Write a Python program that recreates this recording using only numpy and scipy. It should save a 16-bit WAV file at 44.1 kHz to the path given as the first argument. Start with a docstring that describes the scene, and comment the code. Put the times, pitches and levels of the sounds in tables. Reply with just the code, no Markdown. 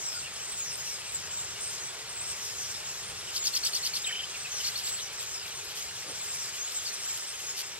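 """A field at dusk. A big starling flock chatters; countless far voices and wings merge into a hiss.
Slurred screeches, whistles, chips and harsh rasps stand out. One near bird gives two runs of a rapid
rattle with a short low warble between. Tonal calls are trembling near-sines from the syrinx; rasps,
wings, a faint rumble and one dull bump are shaped noise. Two microphones sit close together."""
import sys
import numpy as np
from scipy import signal
from scipy.fft import rfft, irfft, next_fast_len
from scipy.io import wavfile

SR = 44100
rng = np.random.default_rng(int(sys.argv[2]) if len(sys.argv) > 2 else 0)


def to_wav(sig):
    """Store sig (one row per channel, or 1-D mono) as 16-bit WAV at the path in sys.argv[1].

    Samples outside -1..1 are clipped; the rate is SR.
    """
    pcm = np.clip(np.atleast_2d(sig), -1, 1) * 32767
    pcm = np.round(pcm).astype(np.int16)
    wavfile.write(sys.argv[1], SR, pcm.T)  # frames by channels


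N = 343539

# Flock swell. Each row: time in seconds, then relative chatter, hiss and sizzle levels in dB.
FLOCK_LEVELS = [(0.0, -47, -43, -54), (0.32, -46, -48.5, -58.5), (0.74, -45.5, -45.5, -53),
                (1.32, -45.5, -47, -56.5), (1.69, -45, -44.5, -55), (1.99, -45.5, -49, -58),
                (2.56, -46, -43.5, -52), (3.17, -45, -47.5, -57), (3.64, -45.5, -44.5, -54),
                (3.99, -44, -46, -54.5), (4.34, -44.5, -46.5, -56.5), (4.79, -42, -44.5, -52),
                (5.01, -45.5, -48, -56), (5.57, -45.5, -48, -55.5), (6.16, -45, -46.5, -56),
                (6.33, -44.5, -45, -53), (7.03, -44, -43.5, -51), (7.79, -47, -49, -57)]
# Background swell. Each row: time in seconds, rumble level in dB, wing level in dB.
BACKGROUND_LEVELS = [(0, -58, -50), (1.0, -59, -51), (1.4, -55, -50), (1.8, -60, -49.5), (2.8, -57, -49.5),
                     (3.7, -59.5, -50), (4.5, -59, -50.5), (6.5, -61, -51), (7.8, -63, -51.5)]
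# Source spectra. Each row: frequency in Hz, relative spectral density in dB.
CHATTER_SPECTRUM = [(700, -29), (1200, -5.5), (1700, -3.5), (2700, 0), (3400, 0), (4100, -0.5),
                    (5000, -0.5), (7000, -49)]
HISS_SPECTRUM = [(3500, -21), (4600, -7), (5300, 2), (6000, -0.5), (6700, -0.5), (7500, 3), (8300, -4),
                 (8800, -5), (9300, -11.5), (11000, -53)]
SIZZLE_SPECTRUM = [(7500, -4), (9300, -0.5), (10200, 2), (11000, -6), (12000, 0), (13000, -7.5),
                   (14000, -5), (15200, -12.5), (16000, -20)]
RUMBLE_SPECTRUM = [(20, -20), (40, -9.5), (60, -1), (85, 1), (150, 0.5), (200, -7.5), (270, -14),
                   (400, -43)]
WING_SPECTRUM = [(200, -11.5), (280, -14), (320, -7.5), (380, -0.5), (430, 1), (500, -3), (800, -2),
                 (1200, -2), (1800, -4.5), (3500, -12.5)]
RASP_SPECTRUM = [(1200, -35), (2400, -4), (3200, 3), (4300, 1.5), (5600, 3), (6700, 0), (8300, -4),
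                 (9400, -4.5), (10300, -7.5), (11100, -6), (12200, 1), (13500, -11.5), (15500, -25)]
BUMP_SPECTRUM = [(150, -10), (340, -4), (550, 0), (800, -9), (1300, -29)]
# Screeches. Each row: start in seconds, length in seconds, middle pitch in Hz, relative level in dB.
SCREECH_CALLS = [(-0.06, 0.28, 5590, -39.5), (0.572, 0.085, 6800, -35), (.62, 0.14, 5550, -38.5),
                 (0.82, .15, 5570, -40), (1.782, 0.12, 6250, -42), (2.071, 0.2, 7770, -40),
                 (2.382, 0.15, 5450, -41.5), (2.548, 0.16, 5900, -39.5), (2.659, .15, 5560, -41),
                 (3.368, 0.13, 6800, -34), (4.492, .13, 5780, -36.5), (5.013, .057, 5680, -40),
                 (5.296, 0.16, 5170, -43), (6.321, 0.19, 5470, -42)]
# Toneless calls. Each row: start in seconds, length in seconds, level in dB.
RASP_CALLS = [(0.096, 0.077, -45), (0.848, 0.066, -48), (2.38, 0.16, -44.5), (4.588, 0.064, -41.5),
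              (5.196, 0.058, -40), (5.445, 0.072, -43.5), (5.691, 0.043, -42), (5.749, 0.066, -37.5),
              (6.71, 0.032, -44), (6.92, 0.044, -46), (7.07, .045, -43), (7.125, .03, -43),
              (7.164, 0.026, -39), (7.565, 0.06, -34)]
# Whistles. Each row: start and length in seconds, start pitch, end pitch and pitch scatter in Hz,
# relative level in dB.
WHISTLE_CALLS = [(0.107, .17, 8300, 8050, 45, -45), (0.147, 0.05, 1400, 1390, 60, -45.5),
                 (.42, 0.22, 8200, 7600, 160, -38.5), (0.717, .067, 8400, 8200, 90, -42),
                 (1.037, 0.15, 8400, 7450, 90, -41), (1.136, 0.039, 7280, 7350, 200, -31),
                 (1.293, 0.18, 7350, 7150, 169, -36.5), (1.602, .049, 8750, 8450, 110, -38),
                 (1.603, .12, 7800, 8400, 140, -36), (1.836, 0.086, 7600, 7950, 50, -40),
                 (2.196, 0.046, 7860, 8600, 120, -36), (2.264, .053, 7900, 7820, 40, -42),
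                 (3.019, 0.099, 8900, 8400, 140, -45), (4.059, .032, 7820, 7500, 100, -31),
                 (4.353, 0.13, 8200, 7600, 180, -42), (4.815, .17, 7480, 7790, 150, -34),
                 (5.174, .047, 7630, 7500, 40, -38.5), (6.118, .41, 7270, 7360, 111, -39.5),
                 (6.579, 0.14, 6040, 7300, 35, -36), (6.745, 0.044, 7300, 7320, 150, -32),
                 (7.008, .166, 7400, 6870, 110, -37), (7.263, 0.066, 8450, 8280, 40, -41.5),
                 (7.46, .064, 6350, 7000, 35, -35)]
# Chips. Each row: start in seconds, length in seconds, middle pitch in Hz, relative level in dB.
CHIP_CALLS = [(0.234, .055, 2750, -44), (3.272, .025, 2900, -43), (4.341, 0.0235, 2600, -40),
              (4.444, 0.023, 2540, -38), (4.599, 0.018, 3050, -37), (6.782, 0.025, 3440, -44),
              (6.849, .044, 4615, -34), (7.567, 0.035, 4800, -37.5)]
# Rattle. Each row: time of the top note in seconds, pitch factor, pip, swoop and rasp levels in dB,
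# pitch scatter in Hz.
RATTLE_SYLLABLES = [(3.356, 0.99, -44, -31.5, -37.5, 150), (3.455, 1.0, -37, -27.5, -36.5, 70),
                    (3.552, 1.0, -32, -28, -37, 70), (3.651, 0.99, -30.5, -28, -37, 70),
                    (3.749, 0.99, -32.5, -29, -37.5, 70), (3.850, 0.96, -33, -29.5, -37.5, 70),
                    (3.953, 0.93, -32, -32.5, -39, 100), (4.665, 0.97, -29.5, -32, -39, 324),
                    (4.774, 0.98, -32, -36.5, -39.5, 340), (4.867, 0.94, -39, -36.5, -38.5, 260),
                    (4.984, 0.76, -41, -39.5, -45, 260)]
# Pulses on the warble's held note. Each row: centre in seconds, level in dB.
HELD_NOTE_PULSES = [(4.056, -35), (4.075, -36), (4.091, -33), (4.131, -30), (4.154, -33), (4.166, -34),
                    (4.196, -33), (4.207, -33), (4.241, -33.5)]
# Dips below that note. Each row: centre in seconds, lowest pitch in Hz, relative level in dB.
HELD_NOTE_DIPS = [(4.073, 2480, -36.5), (4.109, 1890, -36), (4.149, 2370, -39), (4.187, 2370, -45),
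                  (4.224, 2500, -44)]
# Microphone balance. Each row: frequency in Hz, left minus right in dB.
MIC_BALANCE_DB = [(60, 1.5), (200, 1.5), (330, 1.5), (1200, 1), (2700, 0), (4200, 2), (6400, 2), (9800, -3),
                  (15000, -1.5)]
# Left microphone phase. Each row: frequency in Hz, phase against the right in radians (negative lags).
LEFT_PHASE_RAD = [(0, -0.5), (2240, -1.0), (3360, -1.3), (4600, -2), (5700, -2.5), (6400, -2.5),
                  (8500, -4.5), (12600, -5), (15500, -5.5)]


def from_db(db):
    """Decibels to gain."""
    return 10 ** (np.asarray(db) / 20)


def unit_rms(x):
    """Scale to rms 1."""
    return x / np.sqrt(np.mean(x ** 2) + 1e-20)


def curves(rows):
    """Each level column, interpolated to every sample."""
    times_s, *columns = np.transpose(rows)
    return [np.interp(np.arange(N) / SR, times_s, column) for column in columns]


def at_hz(points, hz):
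    """Read a spectrum on a log-frequency axis."""
    points_hz, values = np.transpose(points)
    return np.interp(np.log(hz + 1), np.log(points_hz), values)


def drift(rate_hz, size):
    """Random wander, spread 1, with rate_hz knots a second."""
    steps = np.arange(size) * rate_hz / SR
    knots = rng.standard_normal(int(steps[-1]) + 3)
    return np.interp(steps + rng.random(), np.arange(len(knots)), knots) * np.sqrt(3 / 2)


def noise(spectrum, apart=0.23):
    """Shaped stereo noise, rms 1; apart weights the part that differs between microphones."""
    size = next_fast_len(N)
    hz = np.fft.rfftfreq(size, 1 / SR)
    octaves_outside = np.abs(np.log2((hz + 1) / np.clip(hz, spectrum[0][0], spectrum[-1][0])))
    gain = from_db(at_hz(spectrum, hz) - 20 * octaves_outside)
    white = rng.standard_normal((3, size))
    pair = white[0] + apart * white[1:]
    return unit_rms(irfft(rfft(pair) * gain, size)[:, :N])


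def add(out, start_s, sound):
    """Mix a sound in at start_s."""
    i = round(start_s * SR)
    lo, hi = max(i, 0), min(i + len(sound), N)
    if hi > lo:
        out[lo:hi] += sound[lo - i:hi - i]


def arch(length_s):
    """Swell and fade, height 1."""
    return np.sqrt(np.sin(np.linspace(0, np.pi, max(int(length_s * SR), 20))).clip(0))


def syrinx(hz, scatter_hz, flutter_db, overtone_db=-26, buzz=0., buzz_hz=1350):
    """Near-sine trembling in pitch and level; fast membrane buzz adds sidebands."""
    size = len(hz)
    phase = 2 * np.pi * np.cumsum(hz + scatter_hz * drift(1100, size)) / SR
    flutter = unit_rms(from_db(flutter_db * drift(260, size)))
    buzz_phase = 2 * np.pi * np.cumsum(buzz_hz * (1 + 0.113 * drift(330, size))) / SR
    throb = 1 + buzz * np.sin(buzz_phase)
    overtones = sum((k * hz < SR / 2) * np.sin(k * phase) / (k - 1) for k in (2, 3))
    return np.sqrt(2) * flutter * throb * (np.sin(phase) + from_db(overtone_db) * overtones)


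def slur(length_s, start_hz, middle_hz, end_hz, scatter_hz):
    """One call bending through three pitches."""
    swell = arch(length_s)
    bend = np.polyfit([0, .5, 1], [start_hz, middle_hz, end_hz], 2)
    hz = np.polyval(bend, np.linspace(0, 1, len(swell)))
    return swell * syrinx(hz, scatter_hz, flutter_db=3)


def crowd(spectrum, low_hz, high_hz, length_s, scatter_hz, spread_db, count):
    """Far birds calling at random, mostly in falling slurs; rms 1."""
    out = np.zeros(N)
    for when, pitch, span, fall, harsh, distance in rng.random((count, 6)):
        hz = low_hz + pitch * (high_hz - low_hz)
        slide = 0.1012 * (fall - .3)
        start_hz, end_hz = hz * (1 + slide), hz * (1 - slide / 2)
        call = slur(length_s * (.4 + span), start_hz, hz, end_hz, scatter_hz * (0.2 + harsh))
        gain = from_db(at_hz(spectrum, hz) - spread_db * np.sqrt(distance))
        add(out, when * N / SR - length_s / 2, gain * call)
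    return unit_rms(out)


def far_flock():
    """Low chatter, high squeals, a few pure whistles; the farthest voices blur into hiss."""
    chirps = crowd(CHATTER_SPECTRUM, 1397.3, 4400, length_s=.025, scatter_hz=153, spread_db=6.5, count=700)
    squeals = crowd(HISS_SPECTRUM, 4700, 9000, length_s=.06, scatter_hz=120, spread_db=5.5, count=620)
    pure = crowd(HISS_SPECTRUM, 7000, 8900, length_s=.07, scatter_hz=35, spread_db=6, count=24)
    squeaks = crowd(SIZZLE_SPECTRUM, 9300, 14000, length_s=.03, scatter_hz=220, spread_db=18, count=700)
    chatter = from_db(0.7) * noise(CHATTER_SPECTRUM, apart=0.55) + from_db(-5.5) * chirps
    hiss = from_db(3.5) * noise(HISS_SPECTRUM, apart=0.99) + from_db(1.8) * squeals + from_db(-3) * pure
    sizzle = from_db(2) * noise(SIZZLE_SPECTRUM, apart=0.76) + from_db(-4.5) * squeaks
    flicker = from_db(1.05 * drift(45, N) + 0.77 * drift(9, N))
    chatter_gain, hiss_gain, sizzle_gain = from_db(curves(FLOCK_LEVELS))
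    return chatter_gain * chatter + flicker * (hiss_gain * hiss + sizzle_gain * sizzle)


def rumble_and_wings():
    """Distant rumble and the rush of wings, both wavering slightly."""
    rumble_db, wings_db = curves(BACKGROUND_LEVELS)
    rumble = from_db(rumble_db + 1.1 * drift(9, N)) * noise(RUMBLE_SPECTRUM, apart=0.5)
    wings = from_db(wings_db + .5 * drift(18, N)) * noise(WING_SPECTRUM, apart=0.28)
    return rumble + wings


def screeches(fall_hz_per_s=9500, sag_hz=197.8, scatter_hz=209):
    """Harsh calls that slide down and flatten out."""
    out = np.zeros(N)
    for start_s, length_s, hz, db in SCREECH_CALLS:
        half_fall_hz = fall_hz_per_s * length_s / 2
        call = slur(length_s, hz + sag_hz + half_fall_hz, hz, hz + sag_hz - half_fall_hz, scatter_hz)
        add(out, start_s, from_db(db) * call)
    return out


def rasps(lead_s=0.026, syllable_s=0.075, grain_db=2.5):
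    """Harsh grainy noise, alone and in every rattle syllable."""
    envelope = np.zeros(N)
    for start_s, length_s, db in RASP_CALLS:
        add(envelope, start_s, from_db(db) * arch(length_s))
    for top_s, _, _, _, rasp_db, _ in RATTLE_SYLLABLES:
        add(envelope, top_s - lead_s, from_db(rasp_db) * arch(syllable_s))
    grain = unit_rms(from_db(grain_db * drift(600, N)))
    return envelope * grain * noise(RASP_SPECTRUM, apart=0.99)


def whistles(rise_share=.018):
    """Thin calls, each a shallow arch between two pitches."""
    out = np.zeros(N)
    for start_s, length_s, start_hz, end_hz, scatter_hz, db in WHISTLE_CALLS:
        middle_hz = (1 + rise_share) * (start_hz + end_hz) / 2
        add(out, start_s, from_db(db) * slur(length_s, start_hz, middle_hz, end_hz, scatter_hz))
    return out


def chips(fall_share_per_s=5.9, scatter_share=0.036):
    """Short rough calls that drop in pitch."""
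    out = np.zeros(N)
    for start_s, length_s, hz, db in CHIP_CALLS:
        half_fall_hz = fall_share_per_s * hz * length_s / 2
        call = slur(length_s, hz + half_fall_hz, hz, hz - half_fall_hz, scatter_share * hz)
        add(out, start_s, from_db(db) * call)
    return out


def pip(length_s, hz, droop_share=0.042):
    """Short soft-edged note, slightly flat at both ends."""
    swell = arch(length_s)
    bend = 1 - droop_share * np.linspace(-1, 1, len(swell)) ** 2
    return swell ** 2 * syrinx(hz * bend, scatter_hz=70, flutter_db=2.5)


def swoop(pitch_factor, scatter_hz, attack_s, length_s=.036, release_s=.012):
    """Tone that wavers as it sinks; the other side of the syrinx adds an undertone."""
    base_hz, sink_hz, waver_hz, waver_fade_s = 5160, 2205, 948, 0.037
    knee_hz, db_per_octave = 4360, 25   # the voice fades below the knee
    t = np.arange(-attack_s, length_s, 1 / SR)
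    effort = np.minimum(1 + t / attack_s, (length_s - t) / release_s).clip(0, 1)
    period_s = .0205 * (1 + 0.063 * rng.uniform(-0.75, 1))
    waver = np.exp(-t / waver_fade_s) * np.cos(2 * np.pi * t / period_s)
    contour_hz = base_hz + waver_hz * waver - sink_hz * (t / length_s) ** 3
    throat_db = db_per_octave * np.log2(np.minimum(contour_hz / knee_hz, 1))
    hz = pitch_factor * contour_hz
    tone = syrinx(hz, scatter_hz, flutter_db=1.8, overtone_db=-16, buzz=0.4 * effort)
    undertone = syrinx(.69 * hz, scatter_hz, flutter_db=3)
    return from_db(throat_db) * effort * (tone + from_db(-18.5) * undertone)


def rattle(pip_lead_s=0.0216, attack_s=.005):
    """Near bird repeating a pip and a swoop ten times a second, never quite alike."""
    out = np.zeros(N)
    for top_s, pitch_factor, pip_db, swoop_db, _, scatter_hz in RATTLE_SYLLABLES:
        add(out, top_s - pip_lead_s, from_db(pip_db) * pip(length_s=0.02, hz=4420))
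        add(out, top_s - attack_s, from_db(swoop_db) * swoop(pitch_factor, scatter_hz, attack_s))
    return out


def warble(start_s=4.041, opening_s=.014, held_s=0.202, held_hz=3117, pulse_s=.015, dip_s=.038):
    """After a higher pip, one side of the syrinx pulses on a held note; the other dips harshly below."""
    out = np.zeros(N)
    add(out, start_s, from_db(-30.5) * pip(opening_s, hz=3790))
    held = slur(held_s, held_hz, held_hz, held_hz, scatter_hz=90)
    add(out, start_s + opening_s, from_db(-40) * held)
    for centre_s, db in HELD_NOTE_PULSES:
        add(out, centre_s - pulse_s / 2, from_db(db) * pip(pulse_s, held_hz))
    for centre_s, lowest_hz, db in HELD_NOTE_DIPS:
        dip = slur(dip_s, held_hz, lowest_hz, held_hz, scatter_hz=186)
        swell = np.linspace(.5, 1, len(dip))
        add(out, centre_s - dip_s / 2, from_db(db) * swell * dip)
    return out


def bump(start_s=6.04, length_s=0.1, level_db=-48):
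    """One soft dull burst of noise."""
    envelope = np.zeros(N)
    add(envelope, start_s, from_db(level_db) * arch(length_s))
    return envelope * noise(BUMP_SPECTRUM)


def outdoors(x, tail_db, t60_s=0.15):
    """Ground, fence and trees scatter a short faint tail to each microphone."""
    t = np.arange(SR // 4) / SR
    tail = rng.standard_normal((2, len(t))) * from_db(-60 * t / t60_s) * (t > .003)
    tail /= np.sqrt(np.sum(tail ** 2, axis=1, keepdims=True))
    return x + from_db(tail_db) * signal.fftconvolve(x[None], tail, axes=1)[:, :N]


def scene():
    """All birds over the quiet field; the near bird is drier than the single calls."""
    single_calls = outdoors(from_db(-1.55) * (screeches() + whistles() + chips()), tail_db=-6.5)
    near_bird = outdoors(rattle() + warble(), tail_db=-15)
    return single_calls + near_bird + rasps() + far_flock() + rumble_and_wings() + bump()


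def record(dry, cutoff_hz=15750):
    """Microphone pair: the left lags slightly, the two differ in colour, the top is cut."""
    size = next_fast_len(N + SR // 10)
    hz = np.fft.rfftfreq(size, 1 / SR)
    half_balance_db = at_hz(MIC_BALANCE_DB, hz) / 2
    phase_rad = np.interp(hz, *np.transpose(LEFT_PHASE_RAD))
    pair = np.array([from_db(half_balance_db) * np.exp(1j * phase_rad), from_db(-half_balance_db)])
    heard = irfft(rfft(dry, size) * pair, size)[:, :N]
    lowpass = signal.ellip(12, .1, 80, cutoff_hz, fs=SR, output="sos")
    return signal.sosfilt(lowpass, heard)


dry = scene()
out = record(dry)
to_wav(out)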